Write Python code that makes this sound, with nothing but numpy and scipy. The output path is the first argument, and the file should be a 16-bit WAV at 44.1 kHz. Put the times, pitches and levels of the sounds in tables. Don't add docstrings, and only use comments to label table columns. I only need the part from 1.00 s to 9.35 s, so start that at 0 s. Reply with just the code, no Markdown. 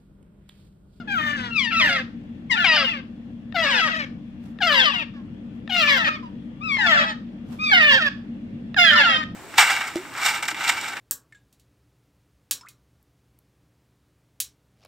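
import sys
import numpy as np
from scipy import signal
from scipy.io import wavfile
from scipy.ndimage import uniform_filter1d, minimum_filter1d

SR = 44100
rng = np.random.default_rng(int(sys.argv[2]) if len(sys.argv) > 2 else 0)


def transcribe(u):
    v = np.clip(np.atleast_2d(u).T, -1, 1)
    q = np.round(v * 32767).astype(np.int16)
    wavfile.write(sys.argv[1], SR, q)


N = 368235

# frequency_hz, level_db
AIR_COLOUR = [(20, -44), (45, -36), (60, -31), (85, -12.5), (170, -10), (232, -6.5), (310, -16.5),
              (415, -28.5), (480, -24), (980, -38.5), (1310, -39), (2780, -40.5), (5000, -55), (9000, -67),
              (15000, -85)]
# frequency_hz, width_hz, level_db
BOX_RINGS = [(1170, 25, -38.5), (1793, 230, -38.5), (2750, 110, -40.5), (3370, 320, -40.5)]
# frequency_hz, likeness
AIR_LIKENESS = [(60, 0.81), (180, 1), (540, 0.44), (1630, -0.16), (4890, -0.06), (14700, -0.11)]
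# multiple (of FAN_BEAT_HZ), level_db
FAN_TONES = [(6, -57), (25, -52), (26, -48), (30, -42.5), (31, -42.5), (37, -58), (38, -53), (39, -57),
             (44, -63)]
# time_s, level_db
FAN_LEVEL = [(0.0, -36.5), (2.37, -39), (8.3, -36), (8.35, -36.5)]
# time_s, pan_db
FAN_PAN = [(0.0, 2.5), (5.16, 3.5), (8.35, 0.41)]
# peak_time_s, level_db
RUSTLES = [(3.46, -54), (4.55, -66), (6.53, -47)]
# frequency_hz, fade_s
BOX_FADE = [(400, 0.04), (1000, 0.37), (1800, 0.28), (3000, 0.3), (6000, 0.36), (12000, 0.05)]
# pitch_hz, level_db, fade_s (to drop 60 dB)
BEAK_NOTES = [(660, -11, 0.024), (1325, -3.5, 0.01), (1804, -2.5, 0.025), (2700, -1, 0.0091),
              (3670, -4, 0.012), (4830, -14, .008)]
# start_s, peak_db, pan_db
BEAK_CLICKS = [(2.524, -27, 14), (3.5876, -29, 7), (4.6763, -24.5, 6), (5.769, -20, 3.0), (6.699, -22, 9),
               (7.744, -20, -7.5)]
# frequency_hz, level_db
VOICE_COLOUR = [(450, -14.5), (700, -9), (1000, -9.5), (1400, -3), (1800, 0.5), (2300, -9), (2800, -3),
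                (3400, -4.5), (4200, -14), (5000, -14), (6000, -28), (7500, -35.5), (8500, -39),
                (11000, -54)]
# time_s, pitch_hz, effort_db
CALLS = [ ((8, .09, 0, -4, 4, 8, 1450, 1450, -31, -50), [(0, 726, -38), (.03, 674, -57)]),
         ((5.5, -.48, .09, -12, -3, -5, 1250, 1650, -25, -39), [(.077, 852, -40), (.115, 812, -24),
         (.142, 773, -23), (.177, 655, -21), (.202, 613, -25), (.277, 598.5, -23.5), (.36, 581, -28)]),
         ((5.5, -.48, .2, -2, 0, 3, 1400, 1220, -24, -46), [(.366, 560, -30), (.397, 508.3, -31.5),
         (.474, 476.3, -32), (.509, 462, -40)]), ((9, .05, 0, -1.5, -10, -10, 2500, 2400, -34, -60),
         [(.506, 1397, -42), (.551, 1344, -26.5), (.594, 1147, -17), (.614, 1074, -22.5), (.673, 903, -23),
         (.703, 904, -32), (.731, 699, -24), (.788, 597, -35)]),
         ((-1, -.48, .24, -5, 2, 8, 1450, 2500, -27, -35), [(.801, 659, -21), (.821, 607, -26),
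         (.863, 595, -20), (.888, 563, -23), (.938, 545, -30), (.98, 523, -27), (1.018, 513, -36)]),
         ((4.5, .07, 0, 3.5, 2, -7, 2600, 1650, -31, -45), [(.711, 1354, -33), (.791, 1331, -19),
         (.821, 1039, -16), (.873, 898, -21.5), (.9, 718, -21.5), (.96, 668, -21.5), (.998, 559, -28.5)]),
         ((7.5, -.5, .1, 1, 0, -5, 2000, 3400, -28, -45), [(1.499, 1099, -37), (1.522, 955, -16),
         (1.559, 873, -27.5), (1.586, 728, -23), (1.649, 630, -22.5)]),
         ((8, .017, .08, -2, 0, 6, 2200, 3500, -30, -44), [(1.646, 804, -14.5), (1.671, 685, -16.5),
         (1.689, 655, -18.5), (1.754, 601, -19), (1.786, 587.5, -21), (1.858, 514, -31)]),
         ((4, .05, 0, -2, -12, -12, 1750, 1750, -33, -50), [(1.58, 880, -30), (1.6, 875, -22),
         (1.632, 850, -27)]), ((2, -.52, 0, -3, 15, 20, 1000, 1000, -31, -50), [(1.551, 1310, -39),
         (1.591, 1495, -22), (1.639, 1333, -26)]), ((1, .042, 0, -5.5, -3, -5, 4830, 4900, -31, -50),
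         [(1.646, 1177, -28), (1.661, 1059, -27), (1.689, 977, -18), (1.756, 912.5, -19),
         (1.779, 702, -18.5), (1.828, 640, -22)]), ((4.5, -.492, .05, -3, -13, 0, 2900, 2300, -30, -50),
         [(1.846, 733, -21), (1.871, 695, -21), (1.913, 675.5, -25), (1.943, 594, -31), (2.008, 504, -50)]),
         ((15.5, -.61, 0, -2, 0, 8, 2870, 2870, -31, -50), [(1.781, 1206, -26), (1.826, 1125, -34.5),
         (1.846, 1057, -36), (1.861, 954, -26), (1.898, 857, -37)]),
         ((6.5, 0, .04, -1.5, 12, 5, 1700, 2750, -30, -38), [(2.547, 773, -29), (2.569, 681, -20),
         (2.629, 648.6, -21.5), (2.664, 560.6, -21), (2.724, 560, -27), (2.761, 501, -24.5),
         (2.799, 479, -24)]), ((3, -.39, 0, 1.5, -15, -20, 1000, 1000, -31, -50), [(2.622, 982, -35),
         (2.641, 970, -22.5), (2.681, 883, -25), (2.716, 757, -21), (2.739, 750, -23.5)]),
         ((4.7, .07, .09, 3, -8, 4, 1050, 1400, -26, -44), [(2.651, 1395, -30), (2.711, 1070, -28),
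         (2.726, 962.5, -23), (2.789, 825, -21), (2.819, 668, -23.5), (2.868, 615, -23),
         (2.898, 489, -32)]), ((5, -.314, .12, .5, -10, 2, 1620, 2300, -28, -41), [(2.741, 726, -20),
         (2.771, 683, -26), (2.844, 652.6, -20), (2.859, 624.5, -27), (2.978, 645, -27),
         (3.008, 590, -26.5), (3.045, 540, -33)]), ((7, -.418, 0, -2, -5, 0, 990, 1000, -31, -50),
         [(2.901, 727, -29.5), (2.938, 647, -30), (2.958, 586, -27)]),
         ((5.5, .02, .01, -.5, 6, 4, 1800, 1250, -31, -33), [(3.607, 848, -28.5), (3.632, 688.5, -18),
         (3.657, 707.6, -19.5), (3.707, 597, -18), (3.746, 559, -20), (3.781, 527, -23),
         (3.839, 507, -28.5)]), ((5.5, .23, .01, -2, -14, -5, 1070, 1070, -31, -50), [(3.672, 1664, -21),
         (3.719, 1447, -23), (3.741, 1051, -19), (3.804, 891, -14), (3.834, 752, -21), (3.861, 610, -17),
         (3.909, 550, -24.5)]), ((9, -.37, .01, -2.5, -10, -2, 3400, 2500, -31, -50), [(3.801, 1155, -20),
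         (3.914, 916, -24.5), (3.939, 792, -33), (3.961, 714, -24.5), (3.988, 687, -21.5),
         (4.011, 633, -27.5), (4.043, 532, -40)]), ((3, .2, 0, -1, -5, 2, 2670, 2350, -31, -50),
         [(3.936, 995, -24.5), (3.971, 924, -33), (4.028, 910, -32)]),
         ((-2, -.15, .1, -2, 10, 11, 1070, 1070, -31, -50), [(4.141, 601, -50.5), (4.168, 563, -50.5),
         (4.218, 527, -57)]), ((6.5, .02, 0, 2, 7, 3, 2900, 1900, -28, -28), [(4.697, 826, -30.5),
         (4.712, 720.4, -23.5), (4.742, 724.5, -21), (4.787, 689, -19), (4.841, 592.3, -19.5),
         (4.935, 560, -21.5), (4.979, 509, -22)]), ((1.5, .21, .2, -5, -25, -3, 1140, 1140, -26, -45),
         [(4.762, 1207, -29), (4.782, 1357, -21), (4.839, 1383, -20), (4.859, 1318, -36)]),
         ((1.5, .21, .2, -1, -15, 5, 1050, 2100, -26, -40), [(4.876, 1085, -22), (4.901, 991, -17.5),
         (4.964, 862, -21), (4.986, 684, -21.5), (5.051, 636, -26), (5.088, 541, -23)]),
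         ((8, -.48, 0, -3, -3, -1, 2400, 1300, -31, -45), [(4.872, 1310, -23), (4.889, 1190, -19.5),
         (4.926, 1083, -21.5), (4.951, 1068, -28), (5.006, 936, -23), (5.049, 830, -39)]),
         ((6, -.413, .14, 1, -2, -2, 2500, 1900, -28, -50), [(5.048, 640, -22), (5.068, 600, -19),
         (5.091, 622, -36), (5.158, 596, -38)]), ((-1, -.316, 0, -1, 15, 0, 2340, 2320, -31, -50),
         [(5.081, 1353, -21), (5.103, 1234, -27.5), (5.143, 1240, -32.5), (5.178, 1060, -46)]),
         ((-2, .83, 0, 1, 12, 18, 1070, 1070, -31, -50), [(5.231, 1032, -40), (5.263, 960, -39.5),
         (5.288, 900, -60)]), ((6.5, -.52, 0, 0, 3, 3, 2600, 1900, -34, -58), [(5.607, 1150, -52.5),
         (5.642, 1320, -31), (5.677, 1284, -28), (5.72, 1113, -21.5), (5.762, 1084, -22),
         (5.787, 1015, -23.5), (5.869, 852, -18.5)]), ((4, .137, .17, -2, 3, 4, 1400, 2150, -29, -36),
         [(5.787, 881, -27), (5.837, 782, -19.5), (5.872, 691, -22), (5.904, 666, -17), (5.924, 617, -14),
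         (5.949, 579, -23), (6.039, 587, -26.5)]), ((2.5, .266, .03, 0, -9, 1, 1900, 1450, -31, -50),
         [(5.867, 1173, -21.5), (5.914, 932, -17), (5.959, 817.3, -16), (5.979, 686, -17),
         (6.019, 601, -22), (6.049, 531, -24)]), ((1, -.4, .17, -3, 3, -5, 1630, 1530, -27, -50),
         [(5.951, 688.4, -26), (5.991, 666, -26), (6.021, 630, -21), (6.036, 655, -30), (6.099, 639, -25.5),
         (6.134, 580, -38)]), ((2, -.6, 0, -2, -5, 5, 1000, 1000, -31, -50), [(6.031, 845, -29),
         (6.059, 810, -37), (6.074, 880, -33), (6.129, 845, -46)]),
         ((.5, -.501, 0, -1, 0, -12, 2400, 1750, -34, -55), [(6.59, 1164, -45), (6.615, 1250, -26.5),
         (6.64, 1266, -20.5), (6.752, 1048, -21), (6.787, 947, -19), (6.812, 940, -17), (6.839, 895, -16.5),
         (6.925, 860, -17)]), ((-1.5, .222, 0, -4, -3, 2, 1800, 3500, -31, -38), [(6.717, 870, -16),
         (6.74, 755, -11), (6.79, 683.5, -14.5), (6.824, 608, -15), (6.867, 600, -17), (6.924, 545, -13.5),
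         (6.979, 531, -28)]), ((-3, .155, 0, 1, -10, -2, 1800, 1400, -31, -50), [(6.882, 1153, -25),
         (6.909, 1082, -24), (6.937, 925, -13.5), (6.969, 881, -16.4), (7.009, 657, -23.5),
         (7.084, 550.5, -24)]), ((-1.5, .5, 0, -4.5, -8, -8, 1900, 1700, -31, -42), [(7.012, 940, -34),
         (7.04, 910, -24), (7.065, 870, -18), (7.08, 820, -24)]),
         ((-1.5, -.57, .14, 1, 1, 1, 1900, 1950, -28, -36), [(7.767, 852, -20.5), (7.785, 727, -14),
         (7.807, 714.7, -10.5), (7.882, 642.7, -14.5), (7.92, 589.6, -17), (7.989, 597.4, -15),
         (8.019, 554, -14.5)]), ((-5.5, .64, 0, -1.5, -32, -25, 3200, 3300, -31, -50), [(7.842, 880, -15),
         (7.885, 810, -7), (7.917, 767, -28)]), ((-5.5, .64, 0, -1.5, -25, -12, 1300, 1300, -31, -50),
         [(7.922, 750, -25), (7.932, 704, -16.5), (7.959, 658, -19.7)]),
         ((-2, -.7, 0, -2, 2, -3, 1300, 1300, -31, -50), [(7.957, 1043, -23), (7.994, 919, -12.5),
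         (8.029, 820, -18), (8.059, 699, -18), (8.099, 672.5, -24)]),
         ((4.5, -.54, .1, -2, -13, -7, 1720, 1620, -28, -50), [(7.962, 730, -22), (8.029, 693, -20.5),
         (8.059, 709, -19.5), (8.087, 665, -18.5), (8.151, 624, -23.5), (8.206, 631, -25),
         (8.236, 600, -29)]), ((-5, -.54, 0, 1, 5, 5, 1400, 1400, -31, -50), [(8.062, 948, -24.5),
         (8.117, 810, -29), (8.169, 652, -41)]), ((-8, -.54, 0, -1, 2, 3, 3200, 3220, -31, -50),
         [(8.082, 572, -36), (8.104, 551, -19), (8.127, 537, -24), (8.169, 515.6, -20.5)]), ]

FAN_BEAT_HZ = 7.658
CRACKLE_DB, RUSTLE_RISE_DB_PER_S, RUSTLE_FALL_DB_PER_S = -72, 260, 170
VOICE_TOP_HZ, TREBLE_CUT_HZ = 11000, 15250
RASP_HZ, SIZZLE_HZ = (3900, 7300), (12100, 14900)
FLUTTER_DB, FLUTTER_HZ = 3.2, 12
SOFT_BOOST_DB, SOFT_DULL_DB_PER_OCTAVE, SOFT_HISS_DB = .4, .08, .5


def gain_of(db):
    return 10 ** (np.asarray(db) / 20)


def unit_level(x):
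    return x / np.sqrt(np.mean(x ** 2) + 1e-20)


def at_frequency(table, hz):
    row_hz, value = np.transpose(table)
    return np.interp(np.log(hz + 1), np.log(row_hz + 1), value)


def wobble(length, hz):
    pole = np.exp(-2 * np.pi * hz / SR)
    drift = signal.lfilter([1], np.poly([pole, pole]), rng.standard_normal(length + 2000))
    return unit_level(drift[2000:])


def resonate(x, hz, width_hz):
    decay = np.exp(-np.pi * width_hz / SR)
    return 2 * signal.lfilter([1 - decay], [1, -decay * np.exp(2j * np.pi * hz / SR)], x).real


def band(x, edges_hz, order):
    return unit_level(signal.sosfilt(signal.butter(order, edges_hz, "band", fs=SR, output="sos"), x))


def place(mix, start_s, sound, pan_db, left_delay_ms=0):
    for channel, side in zip(mix, (1, -1)):
        start = max(round((start_s + side * left_delay_ms / 2000) * SR), 0)
        part = channel[start:][:len(sound)]
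        part += sound[:len(part)] * np.sqrt(2 / (1 + gain_of(-2 * side * pan_db)))


def fan_air():
    frames, hz = N // 512 + 5, np.fft.rfftfreq(2048, 1 / SR)
    noise = rng.standard_normal((frames, 1025, 5)).T
    left, unrelated = noise[0] + 1j * noise[1], noise[2] + 1j * noise[3]
    likeness = np.clip(at_frequency(AIR_LIKENESS, hz), -1, 1)[:, None]
    right = likeness * left + np.sqrt(1 - likeness ** 2) * unrelated
    drift_db = 1.6 * unit_level(uniform_filter1d(uniform_filter1d(noise[4], 20, axis=0), 6, axis=1))
    ringing = sum(gain_of(db) / (1 + (2 * (hz - centre) / width) ** 2) for centre, width, db in BOX_RINGS)
    colour = np.hypot(gain_of(at_frequency(AIR_COLOUR, hz)), ringing)[:, None] * gain_of(drift_db)
    _, air = signal.istft(np.array([left, right]) * colour, nperseg=2048, noverlap=1536)
    return unit_level(air[:, :N])


def fan():
    air = fan_air()
    t = np.arange(N) / SR
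    beats = FAN_BEAT_HZ * np.cumsum(1 + .0004 * wobble(N, .5)) / SR
    hum = sum(gain_of(db) * np.sqrt(2) * np.sin(2 * np.pi * (multiple * beats + rng.random()))
              for multiple, db in FAN_TONES)
    level = gain_of(np.interp(t, *np.transpose(FAN_LEVEL)))
    pan_db = np.interp(t, *np.transpose(FAN_PAN))
    return gain_of([pan_db / 2, -pan_db / 2]) * level * (gain_of(-2.5) * air + hum / np.mean(level))


def bedding():
    t = np.arange(N) / SR
    ticks = gain_of(2.8 * np.minimum(rng.exponential(1, (2, N)), 5))
    ticks *= rng.random((2, N)) < 1500 / SR
    ticks *= rng.choice([-1, 1], (2, N))
    crackle = resonate(ticks, 620, 900) + gain_of(-25) * resonate(ticks, 2500, 2100)
    crackle += gain_of(-39.5) * resonate(ticks, 5000, 2500)
    swells_db = [db - np.maximum((peak_s - t) * RUSTLE_RISE_DB_PER_S, (t - peak_s) * RUSTLE_FALL_DB_PER_S)
                 for peak_s, db in RUSTLES]
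    return gain_of(np.maximum(np.max(swells_db, axis=0), CRACKLE_DB)) * unit_level(crackle)


def box_echo(x):
    bounces = np.zeros((2, SR // 2))
    slots = np.arange(80, SR // 2 - 20, 20)
    arrivals = slots + rng.integers(0, 20, (2, len(slots)))
    np.put_along_axis(bounces, arrivals, rng.choice([-1., 1.], arrivals.shape), 1)
    hz, t, spectrum = signal.stft(bounces, SR, nperseg=128)
    fade = gain_of(-60 * t / at_frequency(BOX_FADE, hz)[:, None])
    _, tail = signal.istft(spectrum * fade, SR, nperseg=128)
    return signal.fftconvolve(x, tail / np.linalg.norm(tail[0]), axes=1)[:, :N]


def beak_click():
    t = np.arange(1500) / SR
    click = sum(gain_of(db - 60 * t / fade_s) * np.sin(2 * np.pi * hz * t) for hz, db, fade_s in BEAK_NOTES)
    click *= 1 - np.exp(-t / .00049)
    return click / abs(click).max()


def waver_db(tone_hz):
    noise = rng.standard_normal(tone_hz.shape)
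    separate = unit_level(uniform_filter1d(uniform_filter1d(noise, size=20), size=20))
    together = unit_level(uniform_filter1d(rng.standard_normal(tone_hz.shape[1]), size=30))
    return 3.2 * separate + 2.2 * together * np.clip(tone_hz / 6000 - 1, 0, 1)


def rasp_and_sizzle(cycles, eased_db, rasp_db, sizzle_db):
    pulses = rng.standard_normal(len(cycles)) * (1 + np.cos(2 * np.pi * cycles))
    hiss = 0
    for level_db, edges_hz, order in (rasp_db, RASP_HZ, 3), (sizzle_db, SIZZLE_HZ, 4):
        flutter_db = FLUTTER_DB * wobble(len(cycles), FLUTTER_HZ)
        hiss += gain_of(level_db + flutter_db - SOFT_HISS_DB * eased_db) * band(pulses, edges_hz, order)
    return hiss


def begging_call(path, unevenness, treble_db_per_octave, start_boost_db, end_boost_db,
                 throat_start_hz, throat_end_hz, rasp_db, sizzle_db):
    time_s, pitch_hz, effort_db = np.transpose(path)
    t = np.arange(time_s[0] - .004, time_s[-1] + .0065, 1 / SR)
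    n, step = len(t), 32
    hz = np.interp(t, time_s, pitch_hz)
    eased_db = np.interp(t, time_s, effort_db.max() - effort_db)
    cycles = np.cumsum(hz * (1 + .0052 * wobble(n, 34.8) + .0068 * wobble(n, 200))) / SR
    multiple = np.arange(1, VOICE_TOP_HZ // hz.min() + 1)[:, None]

    tone_hz = multiple * hz[::step]
    throat_hz = np.geomspace(throat_start_hz, throat_end_hz, n)[::step]
    tone_db = at_frequency(VOICE_COLOUR, tone_hz)
    tone_db += 14 / (1 + ((tone_hz - throat_hz) / (.11 * throat_hz)) ** 2)
    tone_db += treble_db_per_octave * np.log2(np.clip(tone_hz / 2600, 1, 3.5))
    tone_db -= SOFT_DULL_DB_PER_OCTAVE * eased_db[::step] * np.log2(np.maximum(multiple / 2, 1))
    tone_db[0] += (np.linspace(start_boost_db, end_boost_db, n) + SOFT_BOOST_DB * eased_db)[::step]
    tone_db[1:] += waver_db(tone_hz)[1:]
    strength = gain_of(tone_db) * (tone_hz < VOICE_TOP_HZ)
    strength /= np.sqrt((strength ** 2).sum(0) / 2)
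    offsets = .3 * rng.random(multiple.shape)
    tones = np.repeat(strength, step, axis=1)[:, :n] * np.cos(2 * np.pi * (multiple * cycles + offsets))

    voice = tones[0] + tones[1] * (1 + .07 * wobble(n, 300))
    voice += tones[2:5].sum(0) * (1 + .25 * wobble(n, 450))
    voice += tones[5:].sum(0) * (1 + .3 * wobble(n, 450))
    voice += rasp_and_sizzle(cycles, eased_db, rasp_db, sizzle_db)
    lowness = np.clip((660 - hz) / 40, 0, 1)
    voice *= 1 + unevenness ** .5 * lowness * np.cos(np.pi * cycles)
    voice *= 1 + .12 * wobble(n, 45)
    effort = np.interp(t, time_s, gain_of(effort_db) ** 2) ** .5
    return t[0], effort * voice * signal.windows.tukey(n, .0069 / (t[-1] - t[0]))


def parrots():
    highs, lows = np.zeros((2, N)), np.zeros((2, N))
    for (pan_db, left_delay_ms, *voice_settings), path in CALLS:
        start_s, voice = begging_call(path, *voice_settings)
        place(highs, start_s, voice, pan_db, left_delay_ms)
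        place(lows, start_s, voice, pan_db, .4 * left_delay_ms)
    keep_lows = signal.firwin(255, 950, fs=SR)[None]
    mix = highs + signal.oaconvolve(lows - highs, keep_lows, "same")
    for start_s, peak_db, pan_db in BEAK_CLICKS:
        place(mix, start_s, gain_of(peak_db) * beak_click(), pan_db)
    return mix


def scene():
    direct = parrots() + bedding()
    return gain_of(-.5) * direct + gain_of(-14) * box_echo(direct) + fan()


def record(dry):
    safe_gain = np.minimum(.9 / (abs(dry).max(0) + 1e-9), 1)
    smooth_gain = uniform_filter1d(minimum_filter1d(safe_gain, size=301), size=301)
    treble_cut = signal.firwin(511, TREBLE_CUT_HZ, window=("kaiser", 9), fs=SR)[None]
    return signal.oaconvolve(dry * smooth_gain, treble_cut, "same")


dry = scene()
out = record(dry)
transcribe(out)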